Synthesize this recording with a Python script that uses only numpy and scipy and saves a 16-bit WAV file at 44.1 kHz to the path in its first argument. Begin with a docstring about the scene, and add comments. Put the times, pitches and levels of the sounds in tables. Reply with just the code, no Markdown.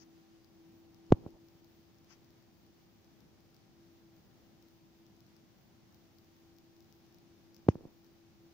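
"""Two knocks on a hand-held camera in a quiet room: a light touch, a hard blow and soft bumps push
its case, and the microphones' low cut turns each push into a thump that the room answers faintly.
A brief low pulse lies under the first knock; the hand rubs and brushes the case. Behind this a small
motor hums over low room rumble; the electronics hiss, with ticks and thin whines mostly on the left."""
import sys
import numpy as np
from scipy import signal
from scipy.fft import rfft, irfft, next_fast_len
from scipy.io import wavfile
from scipy.ndimage import uniform_filter1d

SR = 44100
rng = np.random.default_rng(int(sys.argv[2]) if len(sys.argv) > 2 else 0)


def pcm_store(signal):
    """Save signal as 16-bit PCM."""
    levels = np.round(np.clip(np.atleast_2d(signal), -1, 1) * 32767)
    wavfile.write(sys.argv[1], SR, levels.astype(np.int16).T)


N = 376173

# hard blows on the case: start_s, force_db, contact_ms
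KNOCKS = [(1.1226, 0.2, 0.66), (7.6868, -3, 0.75)]
# soft bumps as the camera settles in the hand: start_s, force_db, contact_ms
BUMPS = [(1.2633, -29, 0.65), (1.55, -47, 2.2), (7.667, -38, 1.1), (7.7548, -29.5, 0.72),
         (7.8087, -45, 0.45), (7.853, -36.5, 0.82)]
# spectrum of the plastic's click: frequency_hz, gain_db
CLICK_SPECTRUM = [(500, -10), (1500, -3), (3000, 2), (6500, -4), (8500, -17.5), (12000, -26.5),
                  (16000, -32.5)]
def knocks(t, low_cut_hz=90, touch_lead_s=.00255, click_db=-26.5, click_growth=1.27):
    """Impact excitation: the microphones' steep low cut swings each force pulse into a short thump."""
    force = sum(push(t, start_s, db, contact_ms, pan_db=-3.5) for start_s, db, contact_ms in BUMPS)
    contacts = []
    for blow_s, db, contact_ms in KNOCKS:
        touch, blow = (blow_s - touch_lead_s, db - 14, -3), (blow_s, db, -.8)
        for start_s, force_db, pan_db in (touch, blow):
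            force = force + push(t, start_s, force_db, contact_ms, pan_db)
            mid_rise_s = start_s + contact_ms / 2000  # hard plastic clicks while the force rises
            contacts.append((mid_rise_s, click_db + click_growth * force_db))
    left, right = signal.sosfilt(signal.butter(4, low_cut_hz, "high", fs=SR, output="sos"), force)
    thumps = np.array([left + shell_ring(left), case_flex(right)])
    return thumps + pan(3) * clicks(contacts, CLICK_SPECTRUM, tail_db=-10, tail_s=.0018)


def push(t, start_s, force_db, contact_ms, pan_db, rise=1.65, left_lag_s=.00012):
    """Contact force: a smooth pulse that peaks after the contact time, later at the left port."""
    force = np.zeros((2, N))
    near = slice(int(start_s * SR), int(start_s * SR) + SR // 20)
    age_ms = np.maximum(t[near] - start_s - np.array([[left_lag_s], [0]]), 0) * 1000
    progress = age_ms / contact_ms
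    force[:, near] = undb(force_db) * pan(pan_db) * (progress * np.exp(1 - progress)) ** rise
    return force


def shell_ring(thump, pitch_hz=980, q=3, gain_db=-2):
    """Damped resonance: the shell beside the left port rings briefly."""
    return undb(gain_db) * signal.lfilter(*signal.iirpeak(pitch_hz, q, fs=SR), thump)


def case_flex(thump, resonance_hz=741, q=1.03):
    """Mass-spring transmission: the flexing case passes bass, rings a little and stops treble."""
    omega = 2 * np.pi * resonance_hz
    return signal.lfilter(*signal.bilinear([omega ** 2], [1, omega / q, omega ** 2], SR), thump)


# spectrum of the room's tail: frequency_hz, gain_db
ECHO_SPECTRUM = [(40, -18.5), (100, -2), (300, 0), (600, -3.5), (950, 1.5), (1300, -4.5), (6000, 1),
                 (12000, -8.5)]
def room_echo(sound, echo_db=-33, t60_s=.55, build_s=.012, width=.87):
    """Reverberation: reflections build into a diffuse tail that decays exponentially."""
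    age = np.arange(SR) / SR
    tail = widen(colour(rng.standard_normal((2, SR)), ECHO_SPECTRUM), width)
    tail *= np.exp(-np.log(1000) * age / t60_s) * (1 - np.exp(-age / build_s))
    tail *= undb(echo_db) / np.sqrt(np.sum(tail ** 2) / 2)
    return signal.fftconvolve(sound.mean(0)[None], tail, axes=1)[:, :N]


# a brief low pulse under the first knock: start_s, length_s, level_db
LOW_PULSES = [(1.106, .0405, -32.5)]
def low_pulses(t, steepness=9):
    """Waveshaping: one slow sine cycle is flattened into a low, square-edged pulse."""
    return sum(undb(db) * np.tanh(steepness * np.sin(2 * np.pi * np.clip((t - start) / length, 0, 1)))
               for start, length, db in LOW_PULSES)


# the grip shifting after a blow: start_s, length_s, level_db
RUBS = [(1.21, 0.09, -53), (1.313, 0.072, -60), (7.746, 0.18, -59.5)]
# spectrum of the palm's rustle: frequency_hz, gain_db
RUB_SPECTRUM = [(30, -1), (100, -1), (350, 0.5), (600, -8), (900, -11), (1200, -25), (2000, -34),
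                (4000, -51)]
def palm_rubs(t):
    """Stick-slip friction: the palm moves over the case in small uneven steps, rustling dully."""
    rustle = widen(noise(RUB_SPECTRUM, 0), undb(-6))
    pressure = sum(undb(db) * swell(t, start, length) for start, length, db in RUBS)
    return pressure * undb(1.6 * walk(110)) * rustle


# finger strokes on the case: start_s, length_s, hiss_db, scrape_db
BRUSHES = [(-.02, 0.065, -61.5, -71), (2.083, 0.075, -67, -68.5), (7.537, 0.068, -76, -90.5),
           (7.674, 0.056, -70, -68)]
def finger_brushes(t):
    """Sliding friction: skin on plastic gives short swells of hiss over a lower scrape."""
    hiss, scrape = band(4570, 6500), band(730, 3040)
    strokes = sum(swell(t, start, length) * (undb(hiss_db) * hiss + undb(scrape_db) * scrape)
                  for start, length, hiss_db, scrape_db in BRUSHES)
    return strokes * undb(2 * walk(120)) * pan(8.4)


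# the motor's slow drift: time_s, pitch_hz
HUM_PITCH = [(0, 331.5), (.6, 330.3), (2.4, 335.2), (3.6, 335), (4.3, 332), (7.8, 335.8), (8.53, 335)]
# the hum's strength at the camera: time_s, level_db
HUM_LEVEL = [(0, -59.5), (.28, -65), (1.3, -61), (1.8, -68.5), (3.65, -75), (3.82, -65.5), (4.16, -63.5),
             (4.22, -81), (4.37, -69), (5.15, -66.5), (5.5, -73), (6.6, -67), (8.53, -67)]
def motor_hum(t, waver_hz=1.2, flutter_db=2):
    """Standing waves: a small motor's tone swells and fades as the camera moves through the room."""
    pitch_hz = np.interp(t, *np.transpose(HUM_PITCH))
    level_db = np.interp(t, *np.transpose(HUM_LEVEL))
    phase = 2 * np.pi * np.cumsum(pitch_hz + waver_hz * walk(16)) / SR
    port_phase = .18 * walk(.76) * np.array([[1], [-1]])
    return np.sqrt(2) * undb(level_db + flutter_db * walk(21)) * pan(2.6) * np.sin(phase + port_phase)


# spectrum of the room's noise: frequency_hz, gain_db
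RUMBLE_SPECTRUM = [(20, -17.5), (35, -15), (60, -7), (105, -0.5), (140, -3), (200, -1), (270, -5),
                   (380, -9), (480, -14.5), (800, -16.5), (1050, -22.5), (2000, -29), (5000, -47.5)]
def room_rumble():
    """Partial coherence: low room noise arrives much the same at both ports, swelling a little."""
    return widen(noise(RUMBLE_SPECTRUM, -66), undb(-4)) * undb(.8 * walk(4.4)) * pan(1.3)


# spectrum of the broad hiss: frequency_hz, gain_db
HISS_SPECTRUM = [(300, 2.5), (2500, 1), (5700, 0.5), (6800, -4), (8100, -13), (12000, -12), (14000, -11),
                 (15500, -13), (16000, -25.5)]
# spectrum of the thin, very high hiss: frequency_hz, gain_db
TOP_HISS_SPECTRUM = [(13000, -41), (13900, -19), (14300, -6), (15300, 2), (15600, -5.5), (16000, -26.5)]
def electronic_hiss():
    """Electronic noise: a nearly steady broad hiss lies under a high band that wavers."""
    broad = noise(HISS_SPECTRUM, -72.5) * undb(.5 * walk(15)) * pan(.5)
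    top = noise(TOP_HISS_SPECTRUM, -82.5) * undb(1.8 * walk(12)) * pan(5)
    return broad + top


# the ticks that stand out: start_s, relative_peak_db
TICKS = [(.4457, -60.5), (.9457, -59), (4.6257, -61), (5.2057, -57.5), (5.9457, -58.5), (6.1857, -58),
         (6.5857, -56), (6.8057, -57), (6.9257, -57), (7.1457, -59), (7.5457, -55), (7.5657, -54)]
# spectrum of a tick: frequency_hz, gain_db
TICK_SPECTRUM = [(1000, -26.5), (4000, 0.5), (5500, 8.5), (7000, -7), (9000, -17), (13000, -13.5),
                 (15000, 7.5), (16500, -14)]
def clock_ticks(period_s=.02, first_beat_s=.0057, faint_share=.085, gain_db=7):
    """Clocked impulses: the electronics tick only on a steady beat; random beats add faint ticks."""
    beats = np.arange(first_beat_s, N / SR - .05, period_s)
    ticking = rng.random(len(beats)) < faint_share
    faint_db = rng.normal(-64, 2.4, len(beats))
    faint = list(zip(beats[ticking], faint_db[ticking]))
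    return undb(gain_db) * pan(15) * clicks(TICKS + faint, TICK_SPECTRUM, tail_db=-7.5, tail_s=.0014)


# faint thin tones: pitch_hz, level_db, left_minus_right_db
WHINES = [(780, -90, 8.5), (4740, -96.5, 9.5), (14300, -96, 9.5)]
def whines(flutter_db=3.1):
    """Random modulation: thin tones waver in pitch and come and go."""
    tones = 0
    for pitch_hz, level_db, pan_db in WHINES:
        waver = 1 + .004 * walk(2.1) + .0029 * walk(120)
        phase = 2 * np.pi * np.cumsum(pitch_hz * waver) / SR
        tones = tones + np.sqrt(2) * undb(level_db + flutter_db * walk(10)) * pan(pan_db) * np.sin(phase)
    return tones


def clicks(events, spectrum, tail_db, tail_s):
    """Impulse response: each (start_s, peak_db) spike and its brief fizz take on one spectrum."""
    spikes = np.zeros(N)
    age = np.arange(SR // 30) / SR
    for start_s, peak_db in events:
        click = rng.standard_normal(len(age)) * np.exp(-age / tail_s)
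        click *= undb(tail_db) / np.linalg.norm(click)
        click[0] = 1
        onset = int(start_s * SR)
        spikes[onset:onset + len(age)] += undb(peak_db) * click
    shaped = colour(spikes, spectrum)
    return shaped * spikes.max() / np.abs(shaped).max()


def colour(x, spectrum):
    """Zero-phase filtering by (frequency_hz, gain_db) points."""
    hz, db = np.transpose(spectrum)
    size = next_fast_len(x.shape[-1] + SR // 10)
    bin_hz = np.maximum(np.fft.rfftfreq(size, 1 / SR), 1)
    gain = undb(np.interp(np.log(bin_hz), np.log(hz), db))
    return irfft(rfft(x, size) * gain, size)[..., :x.shape[-1]]


def noise(spectrum, db):
    """Coloured noise, uncorrelated between the channels."""
    return level(colour(rng.standard_normal((2, N)), spectrum), db)


def band(low_hz, high_hz):
    """Band-limited noise of unit rms."""
    bandpass = signal.butter(4, [low_hz, high_hz], "band", fs=SR, output="sos")
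    return level(signal.sosfilt(bandpass, rng.standard_normal((2, N))), 0)


def walk(rate_hz):
    """Random fluctuation: held values, smoothed twice, with a spread near 1."""
    hold = int(SR / rate_hz)
    steps = np.repeat(rng.standard_normal(N // hold + 1), hold)
    return 1.3 * uniform_filter1d(uniform_filter1d(steps, hold), hold)[:N]


def swell(t, start_s, length_s):
    """Half-sine envelope: one rise and fall."""
    return np.sin(np.pi * np.clip((t - start_s) / length_s, 0, 1))


def widen(pair, width):
    """Mid-side stereo: the side signal adds on the left and subtracts on the right."""
    mid, side = pair
    return mid + width * side * np.array([[1], [-1]])


def pan(db):
    """Channel gains for a left-minus-right level difference."""
    return undb(np.array([[db], [-db]]) / 2)


def level(x, db):
    """Scaling to an rms level."""
    return x * undb(db) / np.sqrt(np.mean(x ** 2))


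def undb(db):
    """Decibels to amplitude ratio."""
    return 10 ** (np.asarray(db) / 20)


def scene():
    """Superposition: knocks, echo, low pulse and handling noises add to the quiet background."""
    t = np.arange(N) / SR
    blows = knocks(t)
    handling = palm_rubs(t) + finger_brushes(t)
    echo = room_echo(blows)
    background = motor_hum(t) + whines() + room_rumble() + electronic_hiss() + clock_ticks()
    return blows + echo + low_pulses(t) + handling + background


def record(dry):
    """Band limiting: the camera's steep low-pass cuts the highest treble."""
    cutoff_hz = 16400
    return signal.sosfilt(signal.ellip(8, .2, 70, cutoff_hz, fs=SR, output="sos"), dry)


dry = scene()
out = record(dry)
pcm_store(out)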